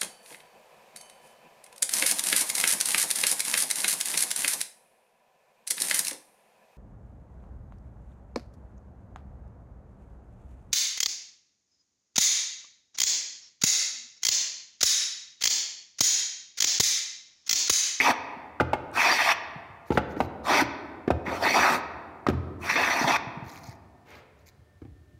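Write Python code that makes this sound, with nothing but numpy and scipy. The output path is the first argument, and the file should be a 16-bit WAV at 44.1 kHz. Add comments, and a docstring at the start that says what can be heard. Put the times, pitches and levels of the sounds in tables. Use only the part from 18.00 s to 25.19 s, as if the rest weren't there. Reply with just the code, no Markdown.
"""A hand plane takes five shavings off a board's edge in a large workshop; taps, thuds, rustles and echoes.
Cutting: random fibre snaps excite resonances of board, plane and blade, plus hiss and drag.
Taps: a short clack, decaying board and bench modes and a click. Thuds: low cycles of sinking pitch.
Rustles and a far scuff: clumped, coloured clicks. Cracks: short high cycles with a noise tick.
Behind them: coloured noise, rumble and faint tones; sparse random echoes form the room."""
import sys
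import numpy as np
from scipy import signal
from scipy.fft import rfft, irfft
from scipy.io import wavfile
from scipy.ndimage import uniform_filter1d

SR = 44100
rng = np.random.default_rng(int(sys.argv[2]) if len(sys.argv) > 2 else 0)


def inscribe(sig):
    """Save sig as 16-bit PCM at rate SR to the path in sys.argv[1].

    A 1-D sig is mono; a 2-D sig holds one channel per row.
    Samples are clipped to [-1, 1] before scaling.
    """
    pcm = np.round(np.clip(np.atleast_2d(sig).T, -1, 1) * 32767)
    wavfile.write(sys.argv[1], SR, pcm.astype(np.int16))


N = 317079  # samples


def gain_of(db):
    """dB to gain."""
    return 10 ** (np.asarray(db) / 20)


def evened(x):
    """Scales to rms 1."""
    return x / np.sqrt(np.mean(x ** 2) + 1e-20)


def read(points, hz):
    """Reads a spectrum table on a log-frequency axis."""
    f, value = np.transpose(points)
    return np.interp(np.log(hz + 1), np.log(f + 1), value)


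def add(mix, start_s, sound):
    """Mixes a sound in at start_s, cut at the end of the mix."""
    part = mix[round(start_s * SR):][:len(sound)]
    part += sound[:len(part)]


def colour(x, points):
    """Shapes x by a spectrum, rms 1."""
    hz = np.fft.rfftfreq(len(x), 1 / SR)
    return evened(irfft(rfft(x) * gain_of(read(points, hz)), len(x)))


def resonate(x, modes):
    """Passes x through (f/Hz, width/Hz, level/dB) resonances of alternating sign, rms 1."""
    hz = np.fft.rfftfreq(len(x), 1 / SR)
    response = 0
    for k, (f, width, db) in enumerate(modes):
        band = width * hz / (f ** 2 - hz ** 2 + 1j * width * hz)
        response = response + (-1) ** k * gain_of(db) * band
    return evened(irfft(rfft(x) * response, len(x)))


def snaps(count, per_s, spread_db):
    """Random clicks of either sign; spread_db scales an exponential scatter of their levels."""
    level_db = spread_db * np.minimum(rng.exponential(1, count), 4)
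    size = gain_of(level_db) * rng.choice([-1, 1], count)
    return size * (rng.random(count) < per_s / SR)


def shifting(x, depth_db, bins, frames):
    """Resonances swell and fade in time-frequency patches as the contact travels; rms 1."""
    z = signal.stft(x, nperseg=256, noverlap=192)[2]
    patches = uniform_filter1d(rng.standard_normal(z.shape), bins, 0)
    patches = uniform_filter1d(patches, frames, 1)
    shaped = z * gain_of(depth_db * evened(patches))
    return evened(signal.istft(shaped, nperseg=256, noverlap=192)[1][:len(x)])


def ring(modes, tilt_db, detune, t):
    """Decaying sines, peak 1; each mode is detuned a little at random each time."""
    out = 0
    for hz, db, t60_s in modes:
        level = gain_of(db + tilt_db(hz) - 60 * t / t60_s)
        out = out + level * np.sin(2 * np.pi * hz * rng.normal(1, detune) * t)
    return out / abs(out).max()


def clack(hz, cycles, t):
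    """A few cycles that swell and die away."""
    u = 3 * t * hz / cycles
    return (u * np.exp(1 - u)) ** 2 * np.sin(2 * np.pi * hz * t)


def rubbed(length_s, db, spectrum, per_s, spread_db, clump_db):
    """Clicks of friction in clumps that swell and fade."""
    count = round(length_s * SR)
    clicks = snaps(count, per_s, spread_db)
    clumped = shifting(clicks, depth_db=clump_db, bins=12, frames=8)
    # power under 1: swells faster than it fades
    swell = np.sin(np.pi * (np.arange(count) / count) ** 0.85) ** 1.6
    return gain_of(db) * colour(clumped, spectrum) * swell


def air():
    """Steady room hush from coloured noise, a lumpy resonant rumble and faint blurred tones."""
    # hush spectrum: f/Hz, level/dB
    hush_spectrum = [(18, -46.5), (30, -34), (73, 6.5), (328, -23.5), (364, -20.5), (512, -25.5),
                     (721, -22), (780, -23), (1460, -20.5), (1760, -22.5), (2010, -24.5), (6380, -32.5),
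                     (16000, -40.5)]
    # faint tones: f/Hz, rms level/dB
    tones = [(362, -75.5), (600, -75), (720, -77.5), (1800, -76.5)]
    hush_db = -64
    slow = uniform_filter1d(uniform_filter1d(rng.standard_normal(N), 2000), 2000)
    lumps = gain_of(5 * evened(slow))
    rumble = resonate(lumps * rng.standard_normal(N), [(85, 48, 0)])
    rumble = resonate(rumble, [(85.3, 67, 0)])
    hum = sum(gain_of(db) * resonate(rng.standard_normal(N), [(hz, 14, 0)]) for hz, db in tones)
    hush = colour(rng.standard_normal(N), hush_spectrum)
    return gain_of(hush_db) * (hush + 1.6 * rumble) + hum


def room(x):
    """Sparse echoes of random sign, each band dying at its own speed."""
    # reverberation: f/Hz, t60/s
    decay = [(100, 2.2), (300, 3.1), (800, 1.92), (2000, 1.284), (5000, 0.78), (9000, 0.15), (15000, 0.15)]
    echoes = np.zeros(2 * SR)
    at = np.arange(300, 2 * SR - 20, 20)  # one echo per 20 samples
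    echoes[at + rng.integers(0, 20, len(at))] = rng.choice([-1., 1.], len(at))
    hz, t, z = signal.stft(echoes, SR, nperseg=256)
    fading = gain_of(-60 * t / read(decay, hz)[:, None])
    tail = signal.istft(z * fading, SR, nperseg=256)[1]
    # bench top and near walls answer first and strongest
    tail *= 1 + 2.24 * np.exp(-np.arange(len(tail)) / SR / 0.013)
    return signal.fftconvolve(x, tail / np.linalg.norm(tail))[:N]


def scuff(start_s, length_s, db):
    """Dense friction clicks, dull in colour, farther off in the room."""
    # scuff spectrum: f/Hz, level/dB
    spectrum = [(120, -47.5), (200, -12), (473, -3), (682, -8.5), (1190, -9), (1950, -10), (2110, -7.5),
                (3100, -17.5), (9000, -38), (11700, -67), (19800, -120)]
    return start_s, rubbed(length_s, db, spectrum, per_s=17000, spread_db=1.5, clump_db=1.5)


def thud(start_s, db, hz):
    """Dull thud through floor and bench: a few low cycles, soft start, sinking pitch."""
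    decay_cycles, sag = 0.87, 0.45  # sag: share of the pitch lost
    t = np.arange(SR // 4) / SR
    pitch_hz = hz * (1 - sag * (1 - np.exp(-t / 0.015)))
    turns = np.cumsum(pitch_hz) / SR
    envelope = np.exp(-turns / decay_cycles) * (1 - np.exp(-t / 0.0023))
    return start_s, 2 * gain_of(db) * np.sin(2 * np.pi * turns) * envelope


def rustle(start_s, length_s, db):
    """Papery friction clicks, as of shavings rubbed and crushed; also the bright rasp of some taps."""
    # papery spectrum: f/Hz, level/dB
    spectrum = [(940, -31.5), (1600, -10), (2310, 0), (2770, -19.5), (4230, -7), (4840, -9), (6850, -10),
                (7840, -22), (14500, -16), (16000, -25)]
    return start_s, rubbed(length_s, db, spectrum, per_s=3500, spread_db=4.3, clump_db=4)


def crack(start_s, db, hz):
    """A single shaving snaps: short dry cycles with a broad tick."""
    t = np.arange(400) / SR
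    tick = 0.15 * rng.standard_normal(len(t)) * np.exp(-t / 0.001)
    return start_s, gain_of(db) * (clack(hz, 3, t) + tick)


def tap(start_s, db, hz, cycles, click_db, bench_db):
    """A short clack; the board rings near its pitch, unevenly, and the heavy bench follows slowly."""
    # struck board, before tilt: f/Hz, level/dB
    board_modes = [(230, -25), (275, 10), (345, 8), (430, -1.5), (520, 10), (600, 6), (673, -14.5),
                   (760, 15), (856, 5.5), (1000, -3.5), (1195, 11), (1400, 7), (1650, 6), (1895, 8.5),
                   (2150, 7.5), (2444, 1.5), (2800, -20.5), (3400, -16), (4377, -17.5)]
    # bench, before random tilt: f/Hz, level/dB, t60/s
    bench_modes = [(58.6, -10.5, 0.1), (74.8, -6.5, 0.36), (82.3, -4, 0.5), (95.6, -6, 0.38),
                   (124.9, -6, 0.33), (139.8, -18, 0.28), (185, -10, 0.12)]
    # iron on wood: f/Hz, level/dB
    click_spectrum = [(1500, -22), (3000, 1), (6000, -6), (9000, -29), (15000, -30)]
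    board_db = -1.5  # re clack
    t = np.arange(SR) / SR
    modes = [(f, level_db, 0.8 / np.sqrt(f)) for f, level_db in board_modes]  # high modes die sooner
    board = ring(modes, lambda f: -4.5 * abs(np.log2(f / hz)), 0.067, t)
    # many small contacts
    t_contact = t[:1500]
    chatter = rng.standard_normal(1500) * np.exp(-t_contact / 0.0058) * (1 - np.exp(-t_contact / 0.0012))
    board = signal.oaconvolve(board, chatter)[:SR]
    board /= abs(board).max()
    click = colour(rng.standard_normal(SR), click_spectrum)
    click *= np.exp(-t / 0.003) * (1 - np.exp(-t / 0.0029))
    bench = ring(bench_modes, lambda f: 2.6 * rng.standard_normal(), 0.0092, t)
    bench *= 1 - np.exp(-t / 0.012)
    rest = gain_of(board_db) * board + gain_of(click_db) * click + gain_of(bench_db) * bench
    return start_s, gain_of(db) * (clack(hz, cycles, t) + rest)


def bite_db(t):
    """Before each catch the cut thins; it regains with a jolt, and the blade level shifts for a while."""
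    # edge slips, before each part's share: catch t/s, loss/dB, fading/s, regaining/s, jolt/dB, blade ring/dB
    slips = [(0.034, -10, 0.028, 0.028, -2.5, 1), (1.185, -12.5, 0.06, 0.0054, -2, -1),
             (1.243, -8.5, 0.028, 0.047, 7.5, 1.5), (3.538, -11.5, 0.087, 0.0056, 1.5, 4.5),
             (3.745, -2.5, 0.15, 0.011, 3.5, -2.5), (4.687, -1.5, 0.011, 0.0093, 3, 5),
             (4.755, -9, 0.057, 0.003, 8, 2.5), (4.83, -1, 0.034, 0.006, 2, 1.5),
             (4.994, -1.5, 0.011, 0.017, 0, 1), (5.072, -6.5, 0.032, 0.0066, 3, 8.5)]
    jolt_decay_s, blade_ring_s = 0.034, 0.09
    cut_db, blade_db = np.zeros(len(t)), np.zeros(len(t))
    for catch_s, loss_db, fading_s, regain_s, jolt_db, ring_db in slips:
        after_s = np.maximum(t - catch_s, 0)
        caught = np.minimum(after_s / regain_s, 1)
        cut_db += np.interp(t, [catch_s - fading_s, catch_s, catch_s + regain_s], [0, loss_db, 0])
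        cut_db += jolt_db * caught * np.exp(-after_s / jolt_decay_s)
        blade_db += ring_db * caught * np.exp(-(after_s / blade_ring_s) ** 2)
    return cut_db, blade_db


def stroke(start_s, end_s, rise_s, fall_s, *levels_db):
    """Fibres part one after another at the edge and shake plane, board and blade; the plane swells last."""
    # board edge: f/Hz, width/Hz, level/dB
    board_modes = [(670.4, 82, 6.5), (937, 149, 11), (1216, 102, 10.5), (1435, 238, 5.5)]
    # plane body: f/Hz, width/Hz, level/dB
    plane_modes = [(1896, 244, -1), (2252, 260, -2.5), (2578, 153, -3)]
    # blade: f/Hz, width/Hz, level/dB
    blade_modes = [(3040, 790, 4), (3644, 247, 12), (4283, 300, 9.5), (4754, 48, 13.5), (4815, 660, -1),
                   (5846, 717, 9.5), (6160, 450, 0)]
    # curling shaving: f/Hz, level/dB
    hiss_spectrum = [(3820, -22.5), (6500, -7.5), (8210, -7), (9400, -6), (11900, -9.5), (13800, -4.5),
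                     (16000, -16)]
    # the sole drags the whole board: f/Hz, width/Hz, level/dB
    drag_modes = [(274, 91, -3), (400.7, 70, -2.5), (586, 123, -3.5)]
    # share of a slip felt by board, plane, blade, hiss, drag
    slip_shares = (1.2, 0.8, 0.25, 0.2, 0.5)
    rise_powers = 2.1, 3.2, 2.1, 2.1, 2.1  # same order
    t = np.arange(start_s, end_s, 1 / SR)
    early_late_db = np.reshape(levels_db, (-1, 2))
    effort_db, lean_db, blade_db, hiss_db, drag_db = (
        np.interp(t, [start_s, end_s], pair) for pair in early_late_db)
    push = np.sin(np.pi / 2 * np.minimum((t - start_s) / rise_s, 1))
    push *= np.clip((end_s - t) / fall_s, 0, 1)
    cut_db, ring_db = bite_db(t)
    lean_db = lean_db + 1.3 * np.maximum(cut_db, 0)  # a jolt shakes the plane more than the board
    # harder and softer wood
    grain = gain_of(0.57 * evened(uniform_filter1d(rng.standard_normal(len(t)), 250)))
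    torn = snaps(len(t), per_s=6000, spread_db=0)
    fibres = shifting(torn, depth_db=3.5, bins=3, frames=23)
    parts = (resonate(fibres, board_modes), resonate(fibres, plane_modes), resonate(fibres, blade_modes),
             colour(fibres + evened(torn), hiss_spectrum), resonate(fibres, drag_modes))
    parts_db = -3.5 - lean_db / 2, -3.5 + lean_db / 2, blade_db + ring_db, hiss_db, drag_db
    sound = np.zeros(len(t))
    for part, db, share, power in zip(parts, parts_db, slip_shares, rise_powers):
        sound += push ** power * gain_of(db + share * cut_db) * part
    return start_s, gain_of(effort_db) * grain * sound


def scene():
    """Near sounds and a far scuff, their echoes and the hush."""
    # hands on shavings; the row at 4.28 is the bright rasp of the taps: t/s, length/s, level/dB
    rustles = [(1.853, 0.058, -60), (1.916, 0.078, -47.5), (2.082, 0.07, -60), (2.155, 0.12, -56),
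               (2.206, 0.068, -57), (4.28, 0.03, -44.5), (5.433, 0.12, -54), (5.5, 0.14, -53.5),
               (5.596, 0.18, -54), (6.044, 0.2, -62), (6.37, 0.076, -72), (6.455, 0.054, -56)]
    # through floor and bench, before a doubling: t/s, level/dB, starting f/Hz
    thuds = [(0.37, -33.5, 267), (1.559, -31.5, 186), (1.699, -43, 115), (3.278, -21.5, 252),
             (5.013, -14.5, 304), (5.042, -21, 190), (5.27, -30, 162), (5.372, -27.5, 198),
             (5.423, -29.5, 166.6), (5.46, -35, 120), (5.685, -32, 138), (6.473, -54, 73),
             (6.916, -38.5, 89.5), (7.01, -46, 102), (7.17, -56, 133.4)]
    # single shavings: t/s, level/dB, f/Hz
    cracks = [(0.9158, -46, 8500), (5.4765, -48, 4510), (5.5238, -48, 6440), (5.559, -37, 2260),
              (5.6421, -37, 5970), (5.663, -50, 9500), (5.6966, -43, 7200), (5.7064, -50, 4550)]
    # plane meets or leaves board, or the bench bounces:
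    # t/s, clack level/dB, clack f/Hz, clack length/cycles, click/dB and bench/dB re clack
    taps = [(0.5995, -11, 1430, 6.5, -36, -24), (0.606, -8, 514, 2.25, -36, -7.5),
            (0.7318, -11.5, 845, 5.3, -32.5, -25), (1.904, -12, 313, 1.96, -53, -6.5),
            (1.919, -16, 357, 0.82, -33, -16), (1.952, -23, 400, 4.5, -36, -23.5),
            (1.9735, -9, 1470, 5.5, -53.5, -31.5), (1.9755, -9, 747, 2.3, -16.5, -26),
            (2.164, -26.5, 306, 6.6, -42.5, -12.5), (2.203, -9, 770, 2.9, -38, -12),
            (2.617, -19, 317, 5, -12.5, -7.5), (3.077, -14.5, 362.6, 2.9, -24, -18.5),
            (3.104, -6.5, 637, 1.7, -30, -6.5), (4.266, -14.5, 1170, 4.6, -11, -20),
            (4.285, -10, 340, 2.16, -15, -4), (4.298, -17, 300, 1.8, -30, -10),
            (4.332, -26, 200, 1.8, -40, 13), (6.817, -38, 294, 4.7, -41, 8.5),
            (6.849, -43, 302, 3.9, -39.5, 6)]
    # pushes of the plane: start t/s, end t/s, rise/s, fall/s, then early and late each:
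    # effort/dB, lean from board to plane/dB, blade/dB, hiss/dB, drag/dB
    strokes = [(0.0, 0.134, 0.0014, 0.024, -18, -17, 2.5, -5, -14, -14, -21, -25.5, -13, -13),
               (0.919, 1.344, 0.1, 0.021, -18.5, -21, 0, 3, -13, -9.5, -23.5, -21, -17, -25),
               (2.426, 2.648, 0.1, 0.034, -21.5, -20, -3, -2, -10, -12, -26, -21, -12, -7),
               (3.243, 3.445, 0.034, 0.073, -32.5, -36, 2, -11, -18.5, -9, -28.5, -18.5, -7, -2),
               (3.38, 3.81, 0.1, 0.067, -18, -22, 3, -8, -14, -13.5, -23, -22, -11, -8),
               (4.58, 5.178, 0.15, 0.012, -24.5, -25, 4, -3.5, -15, -13, -20.5, -24.5, -17, -11)]
    near_send_db, far_send_db = -14.5, -6
    near, far = np.zeros(N), np.zeros(N)
    add(far, *scuff(start_s=6.04, length_s=0.22, db=-51.5))
    layers = (thud, thuds), (rustle, rustles), (crack, cracks), (tap, taps), (stroke, strokes)
    for source, table in layers:
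        for row in table:
            add(near, *source(*row))
    echoes = room(gain_of(near_send_db) * near + gain_of(far_send_db) * far)
    return (near + far + echoes + air())[None]


def record(dry):
    """Microphone loses deep bass; gain control holds loud sounds down, lets echoes swell back; band limit."""
    threshold_db, recovery_db_per_s, band_edge_hz = -21.5, 270, 15800
    heard = signal.sosfilt(signal.butter(4, 54, "high", fs=SR, output="sos"), dry)
    power_db = 10 * np.log10(abs(uniform_filter1d(heard[0] ** 2, 400)) + 1e-12)
    fall_db = np.arange(N) * recovery_db_per_s / SR
    peak_db = np.maximum.accumulate(power_db + fall_db) - fall_db  # falls at the recovery rate
    over_db = np.maximum(peak_db - threshold_db, 0)
    held = heard / gain_of(0.25 * uniform_filter1d(over_db, 200))
    lowpass = signal.firwin(511, band_edge_hz, window=("kaiser", 9), fs=SR)
    return signal.oaconvolve(held, lowpass[None], "same")


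dry = scene()
out = record(dry)
inscribe(out)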